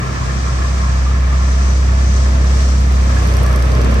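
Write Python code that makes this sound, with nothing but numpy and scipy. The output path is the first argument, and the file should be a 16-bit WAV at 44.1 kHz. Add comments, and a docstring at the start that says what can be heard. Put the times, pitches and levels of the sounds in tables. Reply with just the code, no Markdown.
"""A workshop yard, the microphone carried past a parked farm machine with its engine running steadily.
The exhaust drones at twice the shaft rate; the casing, shaken once a turn, clatters and rings.
A second, fainter engine hums further off over the rumble and roar of the yard; air hisses on the left.
Near the end the engine sags a little, the yard grows louder and something loose ticks in time
with the shaft, amid a fine sizzle."""
import sys
import numpy as np
from scipy import signal
from scipy.fft import rfft, irfft
from scipy.io import wavfile

SR = 44100
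rng = np.random.default_rng(int(sys.argv[2]) if len(sys.argv) > 2 else 0)


def store_wav(level_fs):
    """Save 16-bit WAV to argv[1]."""
    pcm = np.round(np.clip(np.atleast_2d(level_fs), -1, 1) * 32767)
    wavfile.write(sys.argv[1], SR, pcm.T.astype(np.int16))


N = 176400
T = np.arange(N) / SR


# The near engine's shaft: time_s, turns_per_s
SHAFT_SPEED = [(0.15, 32.43), (0.4, 32.3), (1.3, 32.3), (2.1, 32.34), (2.65, 32.44), (2.95, 32.25),
               (3.25, 31.28), (3.8, 31.38)]
def shaft(jitter=0.0034):
    """Running count of the turns of a shaft whose speed is never quite even."""
    return np.cumsum(curve(SHAFT_SPEED) * (1 + jitter * wander(16.0))) / SR


# The drone at the microphone: time_s, level_db
DRONE_LEVEL = [(0.05, -24), (0.38, -17), (0.92, -13), (1.66, -11), (3.02, -10.5), (3.22, -12.5),
               (3.44, -11.5), (3.93, -11.5)]
# The overtones above it: time_s, third_order_db, fourth_order_db, other_orders_db
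ORDER_LEVELS = [(0.1, -32, -27.5, -30.5), (.65, -32.5, -29.5, -33), (1.15, -31, -33, -35),
                (1.5, -34, -32, -30), (1.95, -24.5, -32, -34.5), (2.9, -32, -30, -40),
                (3.17, -21, -31.5, -29), (3.5, -24.5, -25, -28.5), (4, -32, -27, -39)]
# Balance of those other orders: shaft_multiple, relative_db
OTHER_ORDERS = [(1, -18), (1.5, -19), (5, -1.5), (6, -6), (7, -9), (8, -12), (10, -16), (12, -20),
                (14, -16.5)]
def exhaust(turns):
    """The exhaust, close by: a deep drone of two pulses a turn, with clean and wavering overtones."""
    angle = 2 * np.pi * turns
    drone = unit(np.cos(2 * angle) * (1 + 0.021 * wander(25))) * amp(curve(DRONE_LEVEL))
    third = unit(np.cos(3 * angle)) * amp(curve(ORDER_LEVELS))
    fourth = unit(np.cos(4 * angle)) * amp(curve(ORDER_LEVELS, column=2))
    others = orders(turns, OTHER_ORDERS, waver=0.075, rate_hz=5.9) * amp(curve(ORDER_LEVELS, column=3))
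    return (drone + third + fourth + others) * pan(left_db=-0.4)


# Knocks on the casing: frequency_hz, relative_db
KNOCK_SPECTRUM = [(400, -47), (870, -15), (1080, -0.5), (1360, 0.5), (1510, -18), (1720, -1), (1950, -15),
                  (2400, -5.5), (3000, -34), (6000, -30), (12000, -82)]
# Knocks and ring at the microphone: time_s, level_db
CASING_LEVEL = [(0, -30), (.7, -31), (1.3, -33.5), (2, -35.5), (2.8, -37), (3.15, -31.5), (3.5, -32.5),
                (4, -30)]
# Modes of the casing, also struck by the rattles: pitch_hz, relative_db, t60_s
METAL_MODES = [(1077, 3.5, 0.13), (1148, 0, 0.11), (1200, -1, 0.08), (1280, -4.5, 0.072), (1370, -4, 0.053),
               (1654, 0.5, 0.16), (1700, -7, 0.11), (1794, -2, 0.09)]
# Buzz of a sheet panel: frequency_hz, relative_db
PANEL_SPECTRUM = [(1300, -9), (1520, -4.5), (1650, 9), (1780, 10.5), (1950, 0), (2200, -31.5)]
# That buzz at the microphone: time_s, level_db
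BUZZ_LEVEL = [(0, -36.5), (.85, -36.5), (1.6, -36), (2.1, -35), (2.8, -37), (4, -35)]
def clatter(turns, ring_db=-5, decay_turns=0.3):
    """The casing is shaken unevenly once a turn; its modes ring on and a sheet panel buzzes along."""
    surge = unit(1 + 1.4 * np.exp(-(turns % 1) / decay_turns))
    shaking = surge * amp(1.6 * wander(20))
    knocks = noise(KNOCK_SPECTRUM, coherence=0.49, lag_ms=0.58, left_db=1.1, drive=shaking)
    t = np.arange(SR // 4) / SR
    modes = sum(damped_mode(t, *mode) for mode in METAL_MODES)
    ring = unit(signal.fftconvolve(knocks, modes[None], axes=1)[:, :N])
    casing = unit(knocks + amp(ring_db) * ring) * amp(curve(CASING_LEVEL))
    panel = noise(PANEL_SPECTRUM, coherence=1.0, lag_ms=0.332, left_db=-1.5, drive=shaking)
    return casing + panel * amp(curve(BUZZ_LEVEL))


# Stronger rattles of the casing: start_s, relative_db, centre_hz
CASING_RATTLES = [(0.209, -31, 1090), (.28, -42, 1780), (.46, -35, 1200), (.63, -34, 1140),
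                  (0.83, -33.5, 1080), (1.055, -29.5, 1200), (1.315, -31, 1190), (1.38, -35, 1075),
                  (1.65, -33, 1075), (2.131, -38, 1075), (3.159, -30, 1710), (3.43, -31.5, 1150),
                  (3.45, -35, 1720), (3.495, -34.5, 1300), (3.53, -33, 1140)]
def rattles(gain_db=-0.5, rise_s=0.011, spread_hz=19, diffuse=0.72):
    """Brief flurries of contacts ring the casing, hardest in the modes nearest each centre pitch."""
    t = np.arange(SR // 2) / SR
    flurry = t / rise_s * np.exp(-t / rise_s)
    out = np.zeros((2, N + SR))
    for start_s, level_db, centre_hz in CASING_RATTLES:
        ring = sum(damped_mode(t, hz, db, t60_s) / (1 + ((hz - centre_hz) / spread_hz) ** 2)
                   for hz, db, t60_s in METAL_MODES)
        contacts = (rng.standard_normal(len(t)) + diffuse * rng.standard_normal((2, len(t)))) * flurry
        rattle = signal.fftconvolve(contacts, ring[None], axes=1)[:, :len(t)]
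        at = round(start_s * SR)
        out[:, at:at + len(t)] += amp(level_db + gain_db) * rattle / rattle[:, :SR // 20].std()
    return out[:, :N]


# Ticks of a loose part, a turn or two apart: start_s, relative_db, tilt_db_per_octave
LOOSE_TICKS = [(3.238, -40, -1), (3.2719, -32, 4), (3.3363, -32, 2), (3.3664, -28, 4), (3.4311, -32.5, 4),
               (3.4616, -29.5, 3), (3.495, -38, 3), (3.527, -34, 3), (3.5585, -29, 3), (3.5897, -41, 0),
               (3.6226, -29.5, 0), (3.6536, -38, 1), (3.7164, -31, -6), (3.7495, -30, -3),
               (3.8137, -31.5, 1), (3.845, -32, 1), (3.91, -36, 4), (3.9406, -33.5, 4)]
# Resonances of that part: pitch_hz, width_hz, relative_db
TICK_MODES = [(4830, 750, 1.5), (5500, 940, 2), (8530, 840, -6.5), (11360, 1100, -7.5), (12400, 1300, -19)]
def ticks(gain_db=4.5, rise_s=0.002, decay_s=0.0014, tail_db=-17, tail_s=0.014):
    """Each tick is a tiny gritty contact ringing a few broad, high resonances, with a fizzing tail."""
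    size = 4096
    t, hz = np.arange(size) / SR, np.fft.rfftfreq(size, 1 / SR)
    since_peak = np.maximum(t - rise_s, 0)
    fall = np.hypot(np.exp(-since_peak / decay_s), amp(tail_db) * np.exp(-since_peak / tail_s))
    envelope = np.minimum(t / rise_s, 1) ** 2 * fall
    out = np.zeros((2, N + size))
    for start_s, level_db, tilt in LOOSE_TICKS:
        ring = sum(amp(db + tilt * np.log2(pitch_hz)) / (1 + 2j * (hz - pitch_hz) / width_hz) ** 2
                   for pitch_hz, width_hz, db in TICK_MODES)
        grit = rng.standard_normal(size) + 0.45 * rng.standard_normal((2, size))
        tick = irfft(rfft(grit * envelope) * ring, size)
        tick *= np.sqrt(np.mean(envelope ** 2) / np.mean(tick ** 2))  # tilt colours it, energy stays
        at = min(round(start_s * SR), N)
        out[:, at:at + size] += amp(level_db + gain_db) * tick
    return out[:, :N]


# Hiss of air: frequency_hz, relative_db
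AIR_SPECTRUM = [(1500, -41), (3000, -2.5), (4100, 0.5), (4700, 3.5), (5900, 5.5), (6500, 3.5), (6850, 3),
                (7250, -3), (7700, 1), (8500, -5.5), (9500, -10.5), (11500, -105), (13500, -39),
                (16000, -50)]
# That hiss at the microphone: time_s, level_db
AIR_LEVEL = [(0, -38.5), (.22, -34.5), (.95, -34.5), (1.2, -39.5), (1.47, -34.5), (1.7, -34), (1.9, -36.5),
             (2.15, -32), (2.4, -36), (2.62, -30.5), (2.88, -36.5), (3.2, -33.5), (3.5, -39.5), (4, -38)]
# Whistles within it: middle_s, half_length_s, pitch_hz, relative_db
AIR_WHISTLES = [(.47, 0.076, 5930, -45), (1.5, 0.057, 6200, -43), (1.697, .07, 6030, -38),
                (2.13, 0.072, 6100, -39), (2.665, 0.074, 5600, -40)]
def air(whistle_width_hz=380, drift_hz=50):
    """Left of the microphone, a swelling hiss like an air jet waved about, with breathy whistles."""
    jet = noise(AIR_SPECTRUM, coherence=0.091, lag_ms=0.375, left_db=4)
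    jet *= amp(curve(AIR_LEVEL) + 0.5 * wander(28))
    breath = np.array([phasor_wander(whistle_width_hz / 2) for channel in range(2)])
    drift = drift_hz * wander(8.7)
    tones = 0
    for middle_s, half_length_s, pitch_hz, db in AIR_WHISTLES:
        swell = amp(db) * np.exp(-((T - middle_s) / half_length_s) ** 2 / 2)
        tones += swell * np.exp(2j * np.pi * np.cumsum(pitch_hz + drift) / SR)
    whistles = (breath * tones).real  # each tone smears into a narrow band of noise
    return jet + whistles * amp([[2], [-3]])


# Fine sizzle around the ticks: frequency_hz, relative_db
SIZZLE_SPECTRUM = [(3000, -18), (4500, 5), (5300, 1), (5800, 13), (6300, 0), (7200, -24), (8700, 12),
                   (10000, -26), (11200, 5), (12600, -7), (13700, -32), (16000, -32)]
# That sizzle at the microphone: time_s, level_db
SIZZLE_SWELL = [(0, -76), (2, -69), (2.6, -50), (3, -49), (3.3, -42.5), (3.65, -46), (4, -53)]
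def sizzle():
    """A faint, flickering treble, spread wide, that comes up with the ticks."""
    flicker = amp(2.8 * wander(210))
    treble = noise(SIZZLE_SPECTRUM, coherence=0.12, lag_ms=0, left_db=1, drive=flicker)
    return treble * amp(curve(SIZZLE_SWELL))


# The distant engine's shaft: time_s, turns_per_s
FAR_SHAFT_SPEED = [(0, 33.6), (1, 33.8), (2, 34.5), (2.7, 34.8), (4, 34.9)]
# Its hum: shaft_multiple, relative_db
HUM_ORDERS = [(4, -7), (5, -4), (6, -1), (7, -7), (8, -12.5), (9, -12.5), (11, -16.5)]
# That hum at the microphone: time_s, level_db
HUM_LEVEL = [(0, -36.5), (1, -33), (1.6, -34.5), (2.4, -28), (3.2, -28.5), (3.6, -33.5), (3.9, -20.5),
             (4, -20.5)]
def far_engine():
    """Further off and a little right, a slightly faster engine of which only the middle orders carry."""
    turns = np.cumsum(curve(FAR_SHAFT_SPEED)) / SR
    hum = orders(turns, HUM_ORDERS, waver=0.48, rate_hz=6.3)
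    return hum * amp(curve(HUM_LEVEL)) * pan(left_db=-2)


# The yard's rumble, roar and growl, each: frequency_hz, relative_db
RUMBLE_SPECTRUM = [(20, -40), (40, -24), (75, 0), (115, 7), (160, 0.5), (200, -8.5), (260, -14), (400, -14),
                   (900, -97)]
ROAR_SPECTRUM = [(100, -15), (220, -2), (330, 0), (450, -1), (620, 1.5), (690, 1), (800, -4), (1200, -1.5),
                 (1500, -7.5), (2100, -8.5), (2900, -12), (4000, -17.5), (6000, -24), (8500, -38),
                 (10000, -70), (11500, -26), (13000, -68), (16000, -62)]
GROWL_SPECTRUM = [(150, -8), (270, -15), (340, -1.5), (450, 3.5), (540, 1), (630, 2), (760, -19),
                  (1000, -35), (2500, -63)]
# The same three as the microphone moves on, each: time_s, level_db
YARD_RUMBLE_LEVEL = [(0, -24.5), (.6, -27), (1.05, -27), (1.4, -28.5), (2, -29.5), (3, -27.5), (4, -23)]
YARD_ROAR_LEVEL = [(0, -29), (1, -29), (2.5, -28), (2.9, -29), (3.3, -26), (4, -25.5)]
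YARD_GROWL_LEVEL = [(0, -59), (1.7, -44), (2.35, -33.5), (2.9, -39), (3.3, -32), (3.85, -25.5), (4, -28)]
def yard():
    """All around: low rumble, the diffuse roar of machinery between walls, a growing midrange growl."""
    rumble = noise(RUMBLE_SPECTRUM, coherence=0.72, lag_ms=0.36, left_db=2)
    rumble *= amp(curve(YARD_RUMBLE_LEVEL))
    roar = noise(ROAR_SPECTRUM, coherence=0.26, lag_ms=0.49, left_db=-2)
    roar *= amp(curve(YARD_ROAR_LEVEL) + 0.5 * wander(9.4))
    growl = noise(GROWL_SPECTRUM, coherence=0.2, lag_ms=0.25, left_db=-3.5)
    growl *= amp(curve(YARD_GROWL_LEVEL))
    return rumble + roar + growl


def amp(db):
    """Decibels to gain."""
    return 10 ** (np.asarray(db) / 20)


def pan(left_db):
    """Stereo gains that put the left channel left_db above the right."""
    return amp([[left_db / 2], [-left_db / 2]])


def unit(x):
    """Scales to rms 1."""
    return x / np.sqrt(np.mean(x ** 2) + 1e-20)


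def curve(rows, column=1):
    """One column of a table, joined by straight lines in time."""
    rows = np.array(rows)
    return np.interp(T, rows[:, 0], rows[:, column])


def wander(rate_hz):
    """Random drift of rms 1, mostly slower than rate_hz."""
    hz = np.fft.rfftfreq(N, 1 / SR)
    return unit(irfft(rfft(rng.standard_normal(N)) / (1 + (hz / rate_hz) ** 4), N))


def phasor_wander(rate_hz):
    """Random drift of both strength and phase."""
    return wander(rate_hz) + 1j * wander(rate_hz)


def damped_mode(t, hz, db, t60_s):
    """A struck mode that falls 60 dB in t60_s."""
    return amp(db - 60 * t / t60_s) * np.sin(2 * np.pi * hz * t)


def noise(spectrum, coherence, lag_ms, left_db, drive=1):
    """Coloured noise at a stereo microphone: a shared part lags on the right, the rest is diffuse."""
    hz = np.fft.rfftfreq(N, 1 / SR)
    points_hz, points_db = np.transpose(spectrum)
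    colour = amp(np.interp(np.log(hz + 1), np.log(points_hz), points_db))
    shared, diffuse = rfft(drive * rng.standard_normal((2, N))) * colour
    delay = np.exp(-2j * np.pi * hz * lag_ms / 1000)
    right = coherence * shared * delay + np.sqrt(1 - coherence ** 2) * diffuse
    return unit(irfft(np.array([shared, right]), N) * pan(left_db))


def orders(turns, table, waver, rate_hz):
    """Wavering tones on multiples of a shaft rate."""
    tones = np.zeros(N)
    for multiple, db in table:
        wobble = 1 + waver * phasor_wander(rate_hz)
        tone = np.exp(2j * np.pi * (multiple * turns + rng.random()))
        tones += amp(db) * (wobble * tone).real
    return unit(tones)


def scene():
    """The shaft drives exhaust and clatter; the other sources sound around them."""
    turns = shaft()
    machine = exhaust(turns) + clatter(turns) + rattles()
    return machine + far_engine() + yard() + air() + sizzle() + ticks()


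def record(dry):
    """The recorder's band limit, at 15.8 kHz."""
    lowpass = signal.firwin(511, 15800, window=("kaiser", 9), fs=SR)
    return signal.oaconvolve(dry, lowpass[None], "same")


dry = scene()
out = record(dry)
store_wav(out)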